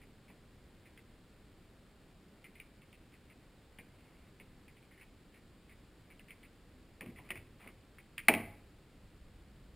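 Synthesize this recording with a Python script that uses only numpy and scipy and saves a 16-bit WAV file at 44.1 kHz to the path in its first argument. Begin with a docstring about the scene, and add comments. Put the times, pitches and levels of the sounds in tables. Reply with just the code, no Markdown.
"""A hand turns a small steel pin out of a bracket in a hollow boat, lays it down and knocks a second pin on the hull.
Each contact is a noisy blow, modes near 2 kHz and duller echoes inside the boat; heavy ones thump the hull panels.
Now and then the steel drags in short, lumpy strokes of noise; a shed answers clicks and thumps with a noise tail.
The camera adds hiss and a drifting rumble, samples slowly and holds each sample: sounds are mirrored in the treble."""
import sys
import numpy as np
from scipy import signal
from scipy.fft import rfft, irfft, next_fast_len
from scipy.io import wavfile
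from scipy.ndimage import uniform_filter1d, map_coordinates

SR = 44100
rng = np.random.default_rng(int(sys.argv[2]) if len(sys.argv) > 2 else 0)


def bounce(signal):
    """Save signal as a 16-bit WAV file at the path given by the first command-line argument."""
    frames = np.transpose(np.atleast_2d(signal))
    limited = np.clip(frames, -1, 1)
    pcm = np.round(limited * 32767).astype(np.int16)
    wavfile.write(sys.argv[1], SR, pcm)


def voltage_ratio(decibels):
    """Convert decibels (scalar or array-like) to amplitude ratios, 20 dB per decade."""
    exponent = np.asarray(decibels, float) / 20
    return 10 ** exponent


N = 429975  # length [samples]

# noise colour of steel touching steel: (frequency [Hz], relative density [dB per Hz])
CONTACT_COLOUR = [(700, -38.5), (1200, -12), (1600, -12.5), (2200, -1), (2700, -6.5), (3300, -14.5),
                  (3800, -26.5), (4800, -25.5), (5900, -31.5), (8000, -92)]


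def unit(x):
    """Scale to rms 1."""
    return x / np.sqrt(np.mean(x ** 2) + 1e-20)


def along(points, hz):
    """Read (Hz, value) points on a log frequency axis."""
    f, v = np.transpose(points)
    return np.interp(np.log(hz + 1), np.log(f + 1), v)


def filtered(x, response):
    """Multiply the spectrum of x by a response of frequency."""
    m = next_fast_len(len(x) + 8192)
    hz = np.fft.rfftfreq(m, 1 / SR)
    return irfft(rfft(x, m) * response(hz), m)[:len(x)]


def noise(spectrum, count):
    """Coloured noise of rms 1."""
    white = rng.standard_normal(count)
    return unit(filtered(white, lambda hz: voltage_ratio(along(spectrum, hz))))


def ring(modes, t, spread_db, tilt):
    """One blow on a body: every mode at a new strength, dying at the rate its width sets."""
    luck_db = rng.normal(0, spread_db, len(modes))
    total = np.zeros(len(t))
    for (hz, width_hz, db), extra_db in zip(modes, luck_db):
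        decay = np.exp(-np.pi * width_hz * t)
        total += voltage_ratio(db + extra_db + tilt(hz)) * decay * np.sin(2 * np.pi * hz * t)
    return total


def add(track, s, sound, wet_db):
    """Place a sound at s seconds with its own fresh answer from the shed."""
    wet = voltage_ratio(wet_db) * shed(sound)
    wet[:len(sound)] += sound
    track[round(s * SR):][:len(wet)] += wet


def clicks():
    """Steel on steel: a bright blow, ringing modes, and duller echoes that run round the boat, then stop."""
    # steel contacts: (time [s], level [dB], centre of the favoured modes [Hz],
    # hardness: cut of echoes and ringing under the blow [dB], extra edge near 3 kHz [dB])
    contacts = [(0.016, -57.5, 2250, 3, -5), (0.281, -60, 2090, 3, 3), (0.3, -61.5, 2340, 4, 2),
                (0.856, -60, 2110, 1, 2), (0.9753, -53.5, 2110, 4.5, 6), (2.4428, -46, 2080, 4.5, 4),
                (2.554, -58, 2240, 1, 14), (2.6, -45, 2170, 8, 18), (2.819, -56.5, 2250, 6, 12),
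                (2.928, -56.5, 2560, 3, 12), (3.121, -60, 2100, 7, 2), (3.1403, -57.5, 2060, 6, 0),
                (3.301, -56.5, 2100, 3.5, 7), (3.7866, -46, 2100, 5.5, 13), (4.399, -51.5, 2250, 5, 14),
                (4.681, -56.5, 2250, 4, 7), (4.768, -61.5, 2520, 3.5, 8), (4.827, -63, 2590, 4, 4),
                (4.911, -60.5, 1820, 0, 6), (4.977, -59, 1760, 1.5, 10), (5.012, -49.5, 2130, 4.5, 0),
                (5.341, -60.5, 2080, 0.5, 4), (5.695, -57.5, 2080, 1, 0), (6.103, -55.5, 2170, 2, 2),
                (6.1945, -51.5, 1750, 6.5, 18), (6.284, -54.5, 2110, 3, 7), (6.306, -49, 2230, 5, 8),
                (6.431, -54.5, 2130, 2.5, 8), (7.009, -38, 2260, 8, -7), (7.061, -53, 2600, 9, 6),
                (7.16, -56, 2150, 1, 4), (7.1865, -50.5, 2260, 10, -8), (7.29, -52, 2170, 2, -7),
                (7.305, -29.5, 2090, 8, 6), (7.3557, -43, 2180, 6.5, -14), (7.374, -46.5, 2210, 9, -8),
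                (7.674, -47.5, 2200, 8, 4), (7.985, -49, 2180, 7, -5), (8.1798, -34, 1950, 5, 5),
                (8.2839, -11, 2100, 10.5, -1), (8.2898, -21.5, 2210, 17, 11), (8.3384, -24.5, 2210, 32, 5),
                (8.349, -32, 2160, 23.5, 5)]
    # modes of pin and bracket: (frequency [Hz], width [Hz], relative level [dB])
    steel_modes = [(1378, 67, -13), (1805, 60, -7.5), (2060, 40, -4.5), (2210, 29.7, -2.5), (2360, 45, -8),
                   (2560, 59, -5.5), (2720, 50.3, -13.5), (2960, 109, -11), (3360, 120, -23),
                   (4810, 200, -24.5)]
    hard_s, soft_extra_s, hardness_fall_db = 0.018, 0.03, 4  # a soft rubbing touch echoes longer than a hard tap
    track, t = np.zeros(N + SR), np.arange(SR // 8) / SR

    def edge(hz):
        """A hard corner wakes the pin's short high mode."""
        return np.exp(-(np.log2((hz + 1) / 3200) / 0.75) ** 2)

    for s, db, centre_hz, hardness_db, edge_db in contacts:
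        echo_s = hard_s + soft_extra_s * np.exp(-abs(hardness_db) / hardness_fall_db)

        def tilt(hz):
            """Where the pin is touched decides which modes speak."""
            return np.maximum(-30 * np.log2((hz + 1) / centre_hz) ** 2, -7)

        blow = unit(filtered(noise(CONTACT_COLOUR, len(t)), lambda hz: voltage_ratio(edge_db * edge(hz))))
        blow *= 1 / (1 + (t / 0.0035) ** 5)  # over in a few ms
        blow *= voltage_ratio(6.0) / np.abs(blow).max()

        echoes = unit(filtered(noise(CONTACT_COLOUR, len(t)), lambda hz: voltage_ratio(tilt(hz))))
        echoes *= voltage_ratio(-3.5 - 74 * t) / (1 + (t / echo_s) ** 6)
        echoes *= 1 - np.exp(-(t / 0.0031) ** 2)  # the first walls are a few ms away

        ringing = voltage_ratio(-6.0) * ring(steel_modes, t, 5.0, tilt)
        sound = blow + voltage_ratio(-hardness_db) * (echoes + ringing)
        onset = 1 - np.exp(-t / 0.0011)
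        add(track, s - 0.0008, voltage_ratio(db) * sound * onset, wet_db=-12.5)
    return track[:N]


def thumps():
    """A heavier contact sets the hull panels booming: ringing modes and bands of noise that swell and die."""
    # hull thumps: (time [s], level [dB], brightness [dB per octave], factor on the band decay times [ratio])
    knocks = [(0.302, -46, -3, 0.33), (3.787, -47, -4, 0.67), (4.399, -49.5, -1.5, 0.8),
              (7.009, -42.5, -4, 1.54), (7.061, -41, -8, 0.86), (7.19, -51.5, 0, 1.7),
              (7.304, -39.5, -4.5, 0.98), (7.36, -51, -7, 0.94), (7.66, -48.5, -3.5, 1.2),
              (8.2842, -16, 1.5, 0.99), (8.339, -29, -0.5, 0.74)]
    # hull panel modes: (frequency [Hz], width [Hz], relative level [dB])
    panel_modes = [(115.6, 15, -15.5), (203, 12, -4.5), (229.8, 25, -1), (346.2, 80, 2), (535, 40, -2.5),
                   (660, 37, -1), (830, 60, -3.5), (940, 65, -5), (1220, 90, -10)]
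    # hull noise bands, the big slow panels swell late:
    # (centre [Hz], relative level [dB], rise [s], t60 at factor 1 [s])
    boom_bands = [(99.8, -11, 0.089, 0.58), (212, -1.5, .018, 0.24), (350, -3.5, .012, 0.251),
                  (560, -3, 0.0064, 0.13), (804, 2, 0.001002, 0.066), (1300, -17.5, .001, 0.03)]
    track, t = np.zeros(N + SR), np.arange(SR // 2) / SR
    for s, db, bright_db, factor in knocks:
        def tilt(hz):
            return bright_db * np.log2(hz / 400)

        sound = voltage_ratio(-11.5) * ring(panel_modes, t, 1.9, tilt) * (1 - np.exp(-t / 0.0027))
        for hz, band_db, rise_s, t60_s in boom_bands:
            shape = [(hz / 3, -60), (hz / 1.3, -3), (hz, 0), (hz * 1.3, -3), (hz * 3, -60)]
            decay_db = -60 * t / (t60_s * factor)
            swell = 1 - np.exp(-t / rise_s)
            sound += noise(shape, len(t)) * voltage_ratio(band_db - 8.5 + tilt(hz) + decay_db) * swell
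        add(track, s - 0.0008, voltage_ratio(db) * sound, wet_db=-7.5)
    return track[:N]


def drags():
    """Sliding steel chatters: noise in lumps a few ms long; each stroke rises, holds and fades."""
    # strokes of the pin: (start [s], length of rise and hold [s], relative level [dB])
    strokes = [(3.928, 0.36, -67.5), (7.025, 0.077, -59.5), (7.154, 0.053, -57.5), (7.233, 0.075, -59),
               (7.588, 0.1, -55)]
    rise_s, fall_s = 0.016, 0.032
    t = np.arange(N) / SR
    slow_noise = uniform_filter1d(rng.standard_normal(N), SR // 200)
    lumps = unit(voltage_ratio(1.3 * unit(slow_noise)))  # the level wanders by 1.3 dB rms
    level = np.zeros(N)
    for s, length, db in strokes:
        rising = (t - s) / rise_s
        falling = 1 + (s + length - t) / fall_s
        level += voltage_ratio(db) * np.clip(np.minimum(rising, falling), 0, 1)
    # sliding steel also stirs the hull's upper panels
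    hz = 950
    panels = noise([(hz / 3, -40), (hz / 1.5, -3), (hz * 1.3, -3), (hz * 3, -40)], N)
    return voltage_ratio(-7) * level * lumps * (noise(CONTACT_COLOUR, N) + voltage_ratio(-5.5) * panels)


def shed(x):
    """The shed's answer: a noise tail in which each frequency dies at its own speed."""
    # decay of the shed: (frequency [Hz], t60 [s])
    decay_times = [(80, .7), (200, .45), (700, 0.51), (2000, 0.47), (5000, 0.4)]
    hz, t, z = signal.stft(rng.standard_normal(SR // 2), SR, nperseg=512)
    decay = voltage_ratio(-60 * t / along(decay_times, hz)[:, None])
    tail = signal.istft(z * decay, SR, nperseg=512)[1]
    return signal.fftconvolve(x, tail / np.linalg.norm(tail))


def camera_noise():
    """Steady hiss, mostly common to both channels, with a rumble that drifts."""
    # hiss shared by both channels: (frequency [Hz], relative density [dB per Hz])
    shared_colour = [(12, -31.5), (20, -2), (44, -2.5), (148, -8), (183, -8), (275, -10), (422, -15),
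                     (523, -17.5), (714, -22.5), (785, -21.5), (863, -24.5), (1810, -25.5), (4690, -31),
                     (5950, -37), (7740, -71), (13100, -120)]
    # hiss of opposite sign in the two channels: (frequency [Hz], relative density [dB per Hz])
    apart_colour = [(12, -32), (20, -0.5), (145, -4), (183, -2.5), (549, -12), (950, -15.5), (1260, -16),
                    (2580, -17), (4920, -15), (5950, -22), (7740, -54.5), (13100, -120)]
    # course of the rumble: (time [s], relative level [dB])
    rumble_course = [(0.0, -67.5), (4.0, -69), (6.1, -68), (7.2, -66), (8.8, -66), (9.75, -61.5)]
    drift_db, drift_per_s = 1, 2.5  # size of the random drift, new random values per second
    s, db = np.transpose(rumble_course)
    t = np.arange(N) / SR
    drift = map_coordinates(rng.standard_normal(64), [t * drift_per_s])
    hiss = voltage_ratio(-60) * noise(shared_colour, N)
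    low = filtered(hiss, lambda hz: 1 / (1 + (hz / 110) ** 4))
    rumble = unit(low) * voltage_ratio(np.interp(t, s, db) + 3.0 + drift_db * drift)
    mid = hiss - low + rumble  # the rumble replaces the lows of the hiss
    side = voltage_ratio(-78) * noise(apart_colour, N)
    return np.array([mid + side, mid - side])


def scene():
    """One microphone hears all contacts in the middle; the camera's noise lies in two channels."""
    return clicks() + thumps() + drags() + camera_noise()


def band_limit(x):
    """A steep low-pass at the top of the band."""
    return signal.sosfilt(signal.butter(12, 16520, fs=SR, output="sos"), x)


def record(dry):
    """The camera samples at 12 kHz and holds each value four times: mirror images about 6 and 12 kHz."""
    slow = signal.resample_poly(dry, 40, 147, axis=1)  # 44.1 to 12 kHz
    held = np.repeat(slow, 4, axis=1)  # 48 kHz
    held = signal.resample_poly(held, 147, 160, axis=1)[:, :N]  # back to 44.1 kHz
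    dulled = [filtered(channel, lambda hz: 1 / (1 + (hz / 15800) ** 40)) for channel in held]
    return band_limit(np.array(dulled))


dry = scene()
out = record(dry)
bounce(out)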